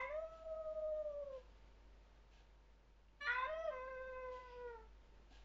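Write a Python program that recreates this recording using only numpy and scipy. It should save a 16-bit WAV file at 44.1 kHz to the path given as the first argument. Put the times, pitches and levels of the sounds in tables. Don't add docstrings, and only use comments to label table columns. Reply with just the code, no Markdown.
import sys
import numpy as np
from scipy import signal
from scipy.fft import rfft, irfft
from scipy.io import wavfile

SR = 44100
rng = np.random.default_rng(int(sys.argv[2]) if len(sys.argv) > 2 else 0)


def int16_out(signal):
    q = np.round(np.clip(np.atleast_2d(signal).T, -1, 1) * 32767)
    wavfile.write(sys.argv[1], SR, q.astype(np.int16))


def magnitude_from_level(level_db):
    exponent = np.asarray(level_db, float) / 20
    return 10 ** exponent


N = 240118


def evened(x):
    return x / np.sqrt(np.mean(x ** 2) + 1e-20)


def read(points, hz):
    point_hz, value = np.transpose(points)
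    return np.interp(np.log(hz + 1), np.log(point_hz + 1), value)


def add(mix, start_s, sound):
    part = mix[round(start_s * SR):][:len(sound)]
    part += sound[:len(part)]


def noise(spectrum):
    gain = magnitude_from_level(read(spectrum, np.fft.rfftfreq(N, 1 / SR)))
    return evened(irfft(rfft(rng.standard_normal(N)) * gain, N))


def drift(count, rate_hz):
    low = signal.butter(2, rate_hz, fs=SR, output="sos")
    settled = signal.sosfilt(low, rng.standard_normal(count + SR))[SR:]
    return evened(settled)


def resonance_db(hz, center_hz, width_hz, peak_db):
    return peak_db / (1 + (2 * (hz - center_hz) / width_hz) ** 2)


# time_s, effort_db, mouth_hz
EFFORT = [
    [(0, -49, 943), (.22, -93, 970)],
    [(0, -37, 976), (.02, -54, 787), (.045, -49.5, 693), (.075, -55, 605), (.097, -58.5, 566)],
    [(.097, -41.5, 862), (.15, -40.5, 740), (.24, -37.5, 623), (.47, -43, 560), (.9, -38, 430),
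     (1.08, -43, 436), (1.22, -48.5, 535), (1.38, -49, 694), (1.43, -69.5, 710)],
    [(3.2, -82.5, 1600), (3.212, -55, 1640), (3.25, -50, 1500), (3.266, -46, 1620)],
    [(3.266, -43, 1667), (3.31, -39, 1480), (3.34, -43.5, 1390), (3.39, -41.5, 1050), (3.43, -44, 1000),
     (3.46, -43, 710)],
    [(3.46, -49.5, 720), (3.5, -44, 695), (3.6, -42, 810), (3.685, -37.5, 590), (3.699, -41, 590)],
    [(3.699, -66, 790), (3.73, -50, 650), (3.95, -52.5, 560), (4.15, -52.5, 538), (4.3, -50, 540),
     (4.5, -57.5, 600), (4.69, -51, 440), (4.78, -57, 430), (4.87, -79.5, 475)],
]
# time_s, pitch_hz
PITCH = [
    [(0, 502.0), (0.22, 500.0)],
    [(0, 518.0), (0.04, 530.0), (0.07, 543.0), (0.097, 563.0)],
    [(0.097, 568), (0.135, 607), (0.22, 640), (0.34, 654), (0.53, 635.5), (0.98, 614), (1.21, 571),
     (1.37, 512), (1.43, 493)],
    [(3.2, 577.3), (3.22, 570.1), (3.25, 584.2), (3.272, 583.5)],
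    [(3.272, 485.6), (3.288, 472.0), (3.312, 490), (3.342, 501), (3.382, 508), (3.415, 513), (3.46, 536)],
    [(3.46, 548.0), (3.475, 590.0), (3.5, 619.9), (3.54, 636.6), (3.58, 649.0), (3.62, 658.9),
     (3.66, 647.8), (3.705, 595.7)],
    [(3.705, 527.9), (3.785, 514.9), (3.875, 515), (3.965, 519), (4.125, 515.2), (4.305, 507.5),
     (4.68, 484), (4.785, 443), (4.9, 432)],
]
# first_db, second_db, third_db, upper_db, extra edge after the jump edge_db
FOLDS = [(-16, -14, -27, -12.5, 0.1), (-12.5, -17.5, -16.5, -5.5, -10.5), (-16.5, -28.5, -51, -45, 31.5),
         (-14.5, -9.5, -19.5, -16.5, 5.5), (-22, -16.5, -18.5, -14, -3), (-19.5, -23, -22.5, -26.5, 9),
         (-18, -11, -15, -17.5, 5)]
THROAT = [
    [6, -12, -23.5, -17, -33, -49, -54, -51, -59, -45],
    [7, -13.5, -25, -26.5, -43, -62, -57, -44.5, -36, -42],
    [-7, -7, -11, -13.5, -18.5, -15.5, -16, -8.5, -29.5, -18.5],
    [2.5, -1, -6, -5.5, -18.5, -39, -20, -37.5, -30, -28],
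    [1, -7, -36, -14, -23, -30, -45.5, -37, -42.5, -49.5],
    [-9, -4, -19.5, -23, -20.5, -23.5, -33.5, -51, -39, -50.5],
    [2.5, -5, -23, -21.5, -24.5, -24, -45.5, -28.5, -32, -36.5],
]
HOARSE = [(.07, .05), (.07, .05), (.08, .045), (.07, .16), (.38, .17), (.24, .12), (.2, .055)]
# time_s, jump_hz, settling_s
THROAT_CATCH = (3.878, 16, .045)
# center_hz, width_hz, peak_db
CAVITY = [(1603, 110, 10.5), (2596, 82, 7), (3660, 170, 9.5), (5050, 30, 12), (5860, 300, 8.5)]
# time_s, half_width_s, share_left (0-1)
NULLS = [
    [(.208, 0.0093, 0.3), (.3, 0.14, 0), (.39, 0.16, 0.13), (.442, 0.0078, .05), (.553, 0.0069, 0.4),
     (.632, 0.031, .15), (.743, 0.022, 0), (.81, 0.0098, 0.4), (1.293, 0.011, 0.4), (1.04, 0.017, 0.5),
     (1.13, 0.024, 0.3), (1.25, 0.022, 0), (1.325, 0.0061, .2), (1.38, 0.0032, .25), (3.635, 0.014, 0.1),
     (3.672, 0.01, 0.1), (4.4, 0.011, 0), (4.47, 0.1, .4), (4.77, 0.021, .05)],
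    [(.47, 0.02, 0), (.93, 0.054, 0), (1.21, 0.01, 0.5), (3.23, 0.008, 0.3), (3.445, 0.03, 1),
     (3.98, 0.09, 0.7), (4.08, 0.026, 0), (4.62, 0.12, 0.7)],
    [(3.425, .012, 0.5), (3.77, 0.17, .3), (4.38, .2, .35)],
]
BLEND_S = 0.012


def yowl(rows, pitch, folds_db, throat_db, hoarse):
    time_s, *columns = np.transpose(rows)
    t = np.arange(time_s[0], time_s[-1] + BLEND_S, 1 / SR)
    since_jump = t - t[0]
    effort_db, mouth_hz = (np.interp(t, time_s, column) for column in columns)

    catch_s, catch_hz, catch_settle_s = THROAT_CATCH
    since = t - catch_s
    hz = np.interp(t, *np.transpose(pitch))
    hz += catch_hz * (since > 0) * np.exp(-abs(since) / catch_settle_s)

    at_jump, settled = hoarse
    rasp = settled + (at_jump - settled) * np.exp(-since_jump / 0.08)
    tremor = 0.006 * drift(len(t), 18)
    jitter = (0.002 + 0.03 * rasp) * drift(len(t), 80)
    turns = np.cumsum(hz * (1 + tremor + jitter)) / SR

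    first_db, second_db, third_db, upper_db, edge_db = folds_db
    bright_db = 7 * np.log2(mouth_hz / 1000)
    edge_db = edge_db * np.exp(-since_jump / 0.089)
    tones_db = [first_db, second_db, third_db]
    tones_db += [upper_db + bright_db + db for db in throat_db]

    out = np.zeros(len(t))
    for k, tone_db in enumerate(tones_db, 1):
        shimmer = 1 + 0.27 * min(k, 12) * rasp * drift(len(t), 200)
        fading_db = (0.8 + 0.36 * k) * drift(len(t), 22)
        ring_db = sum(resonance_db(k * hz, *cavity) for cavity in CAVITY)
        ring_db += resonance_db(k * hz, mouth_hz, 634, 19.5)
        partial_edge_db = (k > 2) * edge_db * (3 / k) ** 1.5
        level = magnitude_from_level(effort_db + tone_db + fading_db + ring_db + partial_edge_db) + 0j
        for null_s, half_width_s, left in NULLS[k - 1] if k <= len(NULLS) else []:
            u = (t - null_s) / half_width_s
            level = level * (u + 1j * np.clip(left, 0, 1)) / (u + 1j)
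        cycle = np.exp(2j * np.pi * (k * turns + rng.random()))
        out += np.sqrt(2) * shimmer * (level * cycle).real

    fade_in_s = since_jump + (time_s[0] == 0)
    nearest_end_s = np.minimum(fade_in_s, t[-1] - t)
    fade = np.sin(np.pi / 2 * np.clip(nearest_end_s / BLEND_S, 0, 1))
    return time_s[0], out * fade


# band_hz, t60_s
ROOM = [(400, .24), (700, .33), (1000, .36), (3000, .36), (7000, .25)]
# band_hz, level_db
WET = [(450, -18), (650, -12), (1000, -7), (1500, -4.5), (4000, -3.5)]


def kitchen(x):
    taps = np.zeros(SR)
    at = np.arange(260, SR - 20, 20)
    taps[at + rng.integers(0, 20, len(at))] = rng.choice([-1., 1.], len(at))
    hz, t, z = signal.stft(taps, SR, nperseg=256)
    z = z * magnitude_from_level(-60 * t / read(ROOM, hz)[:, None])
    energy = np.linalg.norm(signal.istft(z, SR, nperseg=256)[1])
    wet = magnitude_from_level(read(WET, hz))[:, None]
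    tail = signal.istft(z * wet, SR, nperseg=256)[1]
    return signal.fftconvolve(x, tail / energy)[:N]


# peak_s, level_db, fall_db_per_s
RUSTLE = [
    (1.55, -84.5, 40),
    (4.51, -70.5, 86.5),
]
# band_hz, density_db (per Hz)
FUR = [(1590, -21.5), (2700, 5), (3550, -2), (4370, -12.5), (4740, -0.5), (6330, -22.5), (7360, -52.5),
       (9570, -49), (16200, -120)]
# start_s, peak_db, pitch_hz, t60_s
TAPS = [
    (3.085, -69.5, 2800, .02),
    (5.123, -65, 447, 0.032),
    (5.198, -61, 406, 0.04),
    (5.31, -65.5, 270, 0.14),
]


def paws():
    now, t = np.arange(N) / SR, np.arange(SR // 10) / SR
    swell = np.zeros(N)
    for peak_s, level_db, fall_db_per_s in RUSTLE:
        below_db = np.maximum(97.5 * (peak_s - now), fall_db_per_s * (now - peak_s))
        swell += magnitude_from_level(level_db - below_db)
    out = noise(FUR) * swell
    for start_s, peak_db, pitch_hz, t60_s in TAPS:
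        add(out, start_s, magnitude_from_level(peak_db - 60 * t / t60_s) * np.sin(2 * np.pi * pitch_hz * t))
    return out


# start_s, level_db
TICKS = [
    (.305, -76.5),
    (1.305, -75.5),
    (2.303, -74),
    (3.305, -81),
    (4.299, -71.5),
    (5.293, -69.5),
]
# center_hz, width_hz, level_db
GEARS = [(530, 20, -6), (750, 77, 4.5), (1640, 27, 1.5), (2800, 1000, 10), (3940, 170, -9),
         (5460, 170, -30)]


def clock():
    hiss = rng.standard_normal(N)
    case = np.zeros(N)
    for center_hz, width_hz, level_db in GEARS:
        b, a = signal.iirpeak(center_hz, center_hz / width_hz, SR)
        case += magnitude_from_level(level_db) * evened(signal.lfilter(b, a, hiss))
    t, gate = np.arange(SR // 4) / SR, np.zeros(N)
    rise = np.clip((t - 0.003) / 0.03, 0, 1) ** 0.7
    burst = rise * magnitude_from_level(-150 * np.maximum(t - 0.085, 0))
    for start_s, level_db in TICKS:
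        add(gate, start_s, magnitude_from_level(level_db) * burst)
    return gate * (1 + 0.15 * drift(N, 150)) * evened(case)


# pitch_hz, level_db, waver_hz
HUM = [(49.8, -66, 0.1), (130, -108.5, 0.66), (914, -87, 11)]


def fridge():
    t = np.arange(N) / SR
    out = np.zeros(N)
    for pitch_hz, level_db, waver_hz in HUM:
        wobble = np.cumsum(waver_hz * drift(N, 4.8)) / SR
        level = np.sqrt(2) * magnitude_from_level(level_db + 0.9 * drift(N, 5))
        out += level * np.cos(2 * np.pi * (pitch_hz * t + wobble))
    slip_hz = 1.2
    return out * (1 + 0.033 * np.cos(2 * np.pi * slip_hz * t))


# band_hz, density_db (per Hz)
AIR = [(3, -3.5), (14, -11.5), (30, -16), (60, -20), (140, -24.5), (300, -26.5), (550, -26.5), (700, -30.5),
       (1300, -33.5), (3000, -39.5), (5000, -45.5), (7400, -52), (7700, -59), (20000, -96)]


def air():
    return magnitude_from_level(-69.5 + 0.6 * drift(N, 8)) * noise(AIR)


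def phone_gain():
    t = np.arange(N) / SR
    sag_from_s, sag_db_per_s, wake_s, wake_rise_s = 1.82, 3, 3.2, 0.06
    asleep = np.clip(1 - (t - wake_s) / wake_rise_s, 0, 1)
    sag_db = sag_db_per_s * np.maximum(t - sag_from_s, 0) * asleep
    return magnitude_from_level(1.5 - sag_db)


def scene():
    cat = np.zeros(N)
    for register in zip(EFFORT, PITCH, FOLDS, THROAT, HOARSE):
        add(cat, *yowl(*register))
    background = (air() + fridge()) * phone_gain()
    mix = cat + kitchen(cat) + clock() + paws() + background
    return mix[None]


def top_cut(x):
    return signal.sosfilt(signal.butter(12, 7510, fs=SR, output="sos"), x)


def record(dry):
    edge = signal.firwin(511, 7520, window=("kaiser", 9), fs=SR)
    dry = dry * np.clip(np.arange(N) / SR / 0.008, 0, 1)
    floor = magnitude_from_level(-95.0) * rng.standard_normal(dry.shape)
    mix = signal.oaconvolve(dry, edge[None], "same") + floor
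    return top_cut(mix)


dry = scene()
out = record(dry)
int16_out(out)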